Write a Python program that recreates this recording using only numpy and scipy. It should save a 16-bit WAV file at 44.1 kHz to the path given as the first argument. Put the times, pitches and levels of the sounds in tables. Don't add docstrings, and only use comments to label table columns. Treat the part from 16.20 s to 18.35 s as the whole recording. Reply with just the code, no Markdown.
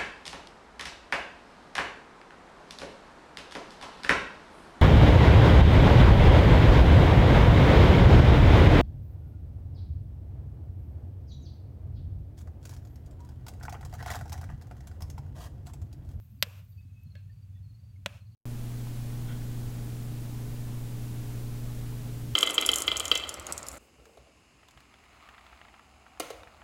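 import sys
import numpy as np
from scipy import signal
from scipy.fft import rfft, irfft, next_fast_len
from scipy.io import wavfile
from scipy.ndimage import map_coordinates

SR = 44100
rng = np.random.default_rng(int(sys.argv[2]) if len(sys.argv) > 2 else 0)


def to_wav(sig):
    pcm = np.clip(np.atleast_2d(sig), -1, 1) * 32767
    pcm = np.round(pcm).astype(np.int16)
    wavfile.write(sys.argv[1], SR, pcm.T)


N = 94815


def from_db(db):
    return 10 ** (np.asarray(db) / 20)


def seconds():
    return np.arange(N) / SR


def unit(x):
    return x / np.sqrt(np.sum(x ** 2) + 1e-30)


def colour(x, points):
    hz, db = np.transpose(points)
    grid_hz = np.maximum(np.fft.rfftfreq(2 * next_fast_len(N), 1 / SR), 1)
    cepstrum = irfft(np.log(from_db(np.interp(np.log(grid_hz), np.log(hz), db))))
    size = len(cepstrum)
    cepstrum[1:size // 2] *= 2
    cepstrum[size // 2 + 1:] = 0
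    return irfft(rfft(x, size) * np.exp(rfft(cepstrum)))[:N]


def noise(points):
    return unit(colour(rng.standard_normal(N), points)) * np.sqrt(N)


def lowpass(x, hz):
    return signal.sosfilt(signal.butter(1, hz, fs=SR, output="sos"), x)


def bell(x, hz, db, q):
    g, w = from_db(db / 2), 2 * np.pi * hz / SR
    k = np.sin(w) / (2 * q)
    mid = -2 * np.cos(w)
    return signal.lfilter([1 + k * g, mid, 1 - k * g], [1 + k / g, mid, 1 - k / g], x)


def delay(x, s):
    return np.concatenate([np.zeros(round(s * SR)), x])[:N]


def decay(t, t60_s):
    return np.exp(-np.log(1000) * t / t60_s)


def drift(rate_hz):
    knots = rng.standard_normal(400)
    return map_coordinates(knots, [seconds() * rate_hz + 2], order=3, mode="wrap")


def note(centre_s, hz, db, width_s, rough, fall_hz_per_s=0, rough_hz=130):
    t = seconds() - centre_s
    near = np.abs(t) < 3 * width_s
    t, out = t[near], np.zeros(N)
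    knots = rng.standard_normal((2, 256))
    real, imag = (map_coordinates(k, [t * rough_hz], order=3, mode="grid-wrap") for k in knots)
    grain = (1 + rough * (real + 1j * imag)) / np.sqrt(1 + 2 * rough ** 2)
    envelope = np.sqrt(2) * from_db(db) * np.exp(-2 * (t / width_s) ** 2)
    carrier = np.exp(2j * np.pi * (hz - fall_hz_per_s * t / 2) * t)
    out[near] = envelope * np.imag(grain * carrier)
    return out


def night_air():
    # f/Hz, relative level/dB
    rumble_spectrum = [(20, -24), (35, -11), (55, 2), (85, 8.5), (130, 4), (200, -8.5), (280, -24.5),
                       (340, -34), (600, -48), (2000, -70.5)]
    hiss_spectrum = [(100, 10), (500, 2.5), (1000, -2), (2100, -4), (2600, -0.5), (3100, -5), (4400, -6),
                     (5500, -8), (10000, -9.5), (15500, -10)]
    rumble = from_db(-51.5 + 0.5 * drift(11)) * noise(rumble_spectrum)
    return rumble + from_db(-73.5) * noise(hiss_spectrum)


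def engine():
    # f/Hz, level/dB, waver/0-1
    tones = [(80.3, -62, 0.9), (95.6, -49.5, 0.3), (113.4, -55.5, 0), (260.7, -79.5, .6)]
    t, out = seconds(), 0
    for hz, db, waver in tones:
        swing = 1 + waver * (drift(7) + 1j * drift(21))
        tone = np.real(swing * np.exp(2j * np.pi * hz * t))
        out += from_db(db) * np.sqrt(N) * unit(tone)
    return out


def bumps():
    # t/s, f/Hz, level/dB, width/s
    bursts = [(0.14, 204, -54.5, 0.02), (0.185, 265, -60.5, 0.022), (0.272, 479.7, -55.5, 0.0095),
              (0.655, 248, -57.5, 0.0075), (0.865, 135, -42.5, 0.011), (0.868, 205.3, -54.5, 0.0092),
              (0.945, 185, -53.5, 0.022), (1.515, 262, -67.5, .015), (1.795, 270.8, -63, 0.011)]
    return sum(note(*row, rough=.2) for row in bursts)


def crickets():
    # t/s, f/Hz, level/dB, fall/(Hz/s), fade per syllable/dB
    chirps = [(0.205, 4600, -80, 8000, 4), (0.53, 4613, -77.5, 1000, 0.5), (0.869, 4226, -74, 9230, -1),
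              (1.128, 4645, -77, 1003, 1), (1.449, 4304, -75, 6920, -0.5), (1.598, 4610, -76, 980, 0.5),
              (2.013, 4250, -74, 8080, 3.5), (2.077, 4600, -75.5, 988, -0.5)]
    period_s, rough = .052, .6
    out = 0
    for s, hz, db, fall, fade_db in chirps:
        for k, (sharp, loud) in enumerate(rng.standard_normal((3, 2))):
            level_db = db - k * fade_db + 1.5 * loud
            out += note(s + k * period_s, hz + 13 * sharp, level_db,
                        width_s=.021, rough=rough, fall_hz_per_s=fall)
    for k, (late, loud) in enumerate(rng.standard_normal((42, 2))):
        out += note(k * period_s + .0038 * late, hz=6426, db=-88 + 1.9 * loud, width_s=.013, rough=rough)
    return out


def frog():
    # t/s, level/dB, width/s
    peeps = [(0.593, -66.5, 0.021), (0.641, -87.5, .03), (0.707, -73.5, 0.0083), (0.775, -69.5, 0.03),
             (0.801, -75, 0.01), (0.829, -72, .012)]
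    return sum(note(s, hz=2572, db=db, width_s=width_s, rough=.31) for s, db, width_s in peeps)


def distant(calls, echo_db=-6.5):
    tail = unit(rng.standard_normal(N) * decay(seconds(), t60_s=.72))
    return calls + from_db(echo_db) * signal.fftconvolve(calls, tail)[:N]


def embers():
    # t/s, f/Hz, level/dB, width/s
    squeaks = [(0.527, 3700, -81.5, .012), (0.612, 3600, -79, 0.0088), (0.685, 4050, -79, 0.0066),
               (0.836, 13160, -69.5, .004), (1.103, 1806, -70, 0.024), (1.367, 3470, -78, .035),
               (1.368, 1900, -78.5, .014), (1.635, 560, -76.5, 0.011), (1.765, 2180, -69, .006)]
    return sum(note(*row, rough=1) for row in squeaks)


def sap():
    # f/Hz, relative level/dB
    spectrum = [(300, -43), (9000, -28.5), (11500, -9), (13000, -1), (14200, 0), (16000, -7.5)]
    # f/Hz, level re hiss/dB
    whistles = [(12080, -14.5), (12620, -11.5), (13130, -9), (14000, -12.5), (15150, -13)]
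    # t/s, level/dB
    envelope = [(0, -69.5), (.1, -75), (.2, -76), (.37, -71.5), (.48, -79.5), (.63, -79.5), (.7, -95),
                (2.15, -100)]
    waver_hz, whistle_flicker_db, flicker_db = 200, 8.5, 2.5
    t, hiss = seconds(), noise(spectrum)
    for hz, db in whistles:
        waver = drift(waver_hz) + 1j * drift(waver_hz)
        whistle = np.real(waver * np.exp(2j * np.pi * hz * t))
        hiss += from_db(db + whistle_flicker_db * drift(9.1)) * whistle
    return hiss * from_db(np.interp(t, *np.transpose(envelope)) + flicker_db * drift(45))


def bank_wash(hold_s, presence_db, treble_db):
    # f/Hz, relative level/dB
    spectrum = [(150, -2), (350, 0), (520, 8), (750, 3.5), (1000, 5), (1500, -2.5), (2100, -6), (2550, 2.5),
                (3000, -4), (4000, -10), (6000, -10.5), (9000, -13), (13000, -13.5), (16000, -15.5)]
    rise_s, sag_db_per_s, bass_sag_db_per_s = .003, 36.5, 103.5
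    far_echo_db, far_echo_width_s = 1, .058
    t = seconds()
    envelope = (1 - np.exp(-t / rise_s)) * from_db(-sag_db_per_s * t)
    envelope *= decay(np.maximum(t - hold_s, 0), t60_s=.27)
    envelope *= from_db(far_echo_db * np.exp(-((t - hold_s) / far_echo_width_s) ** 2))
    wash = colour(noise(spectrum), [(1200, 0), (3500, presence_db), (12000, treble_db)])
    wash -= lowpass(wash, hz=1200) * (1 - from_db(-bass_sag_db_per_s * t))
    return unit(wash * envelope)


def log_body(ring_db, thump_db, thump_hz=190):
    # f/Hz, relative level/dB, t60/s
    modes = [(589, -4.5, 0.11), (1580, -2, .2), (1700, 2, 0.15), (2190, -4.5, .14), (2700, -10, .3),
             (3370, -8.5, .13)]
    t = seconds()
    ring = sum(from_db(db) * np.sin(2 * np.pi * hz * t) * decay(t, t60_s) for hz, db, t60_s in modes)
    thump = np.sin(2 * np.pi * thump_hz * t) * decay(t, t60_s=.065)
    return from_db(ring_db) * unit(ring) + from_db(thump_db) * unit(thump)


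def crack(spectrum, ground_ms, stone_ms, ground_db, stone_db, scatter_db=-10):
    pulse = unit(colour(signal.unit_impulse(N), spectrum))
    dull = lowpass(pulse, hz=14000)
    ground = from_db(ground_db) * delay(dull, ground_ms / 1000)
    stone = from_db(stone_db) * delay(dull, stone_ms / 1000)
    burst = rng.standard_normal(N) * decay(seconds(), t60_s=.029)
    scatter = unit(lowpass(colour(burst, spectrum), hz=8100))
    return pulse + ground + stone + from_db(scatter_db) * delay(scatter, ground_ms / 1000)


def wood_pops():
    pops = [(0.226, 5.5, -6.5, -17.5, -23.5, .17, -1, -6.5, -32, -22),
            (0.9536, -33, 1, -13, -4, 0.043, 8.5, -13, -1, -21),
            (1.8609, -3, -6, -14, -16.5, 0.11, -1.5, -9.5, -28, -13)]
    # f/Hz, relative level/dB
    spectra = [
        [(100, -15.5), (300, -14), (600, -7.5), (1100, -8.5), (1700, -4.5), (3200, -1.5), (4400, -2),
         (5300, -8.5), (6900, -15.5), (8000, -11.5), (9200, -23.5), (11200, -17), (13000, -5.5), (15000, -21)],
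        [(100, -12.5), (550, 2.5), (1050, -31), (1650, 6), (2250, -9), (2700, -5), (4300, -10.5), (6000, -18.5),
         (8500, -27.5), (15000, -29)],
        [(100, -19.5), (300, -17.5), (600, 4.5), (1100, 0), (1700, -3.5), (2800, 0), (4000, -4.5), (4900, -18),
         (6000, -13.5), (8000, -15.5), (9500, -23.5), (15000, -27)],
    ]
    # ground/ms, stone/ms
    echo_delays = [(1.92, 4.42), (1.88, 4.05), (2.07, 4.1)]
    # f/Hz, gain/dB, Q
    mic_colour = [(380, -13, 1.3), (588, 8.5, 2.8), (830, -6.5, 1.8)]
    out = 0
    for row, spectrum, delays_ms in zip(pops, spectra, echo_delays):
        s, db, ground_db, stone_db, wash_db, hold_s, presence_db, treble_db, ring_db, thump_db = row
        pop = crack(spectrum, *delays_ms, ground_db, stone_db)
        pop += from_db(wash_db) * bank_wash(hold_s, presence_db, treble_db)
        for band in mic_colour:
            pop = bell(pop, *band)
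        pop += log_body(ring_db, thump_db)
        out += from_db(db) * delay(pop, s)
    return out


def scene():
    background = bumps() + engine() + night_air()
    fire = wood_pops() + sap() + embers()
    return (background + fire + distant(frog() + crickets()))[None]


def record(dry):
    limit, cutoff_hz = .96, 15900
    rounded = limit * np.tanh(dry / limit)
    return signal.sosfilt(signal.ellip(10, .1, 70, cutoff_hz, fs=SR, output="sos"), rounded)


dry = scene()
out = record(dry)
to_wav(out)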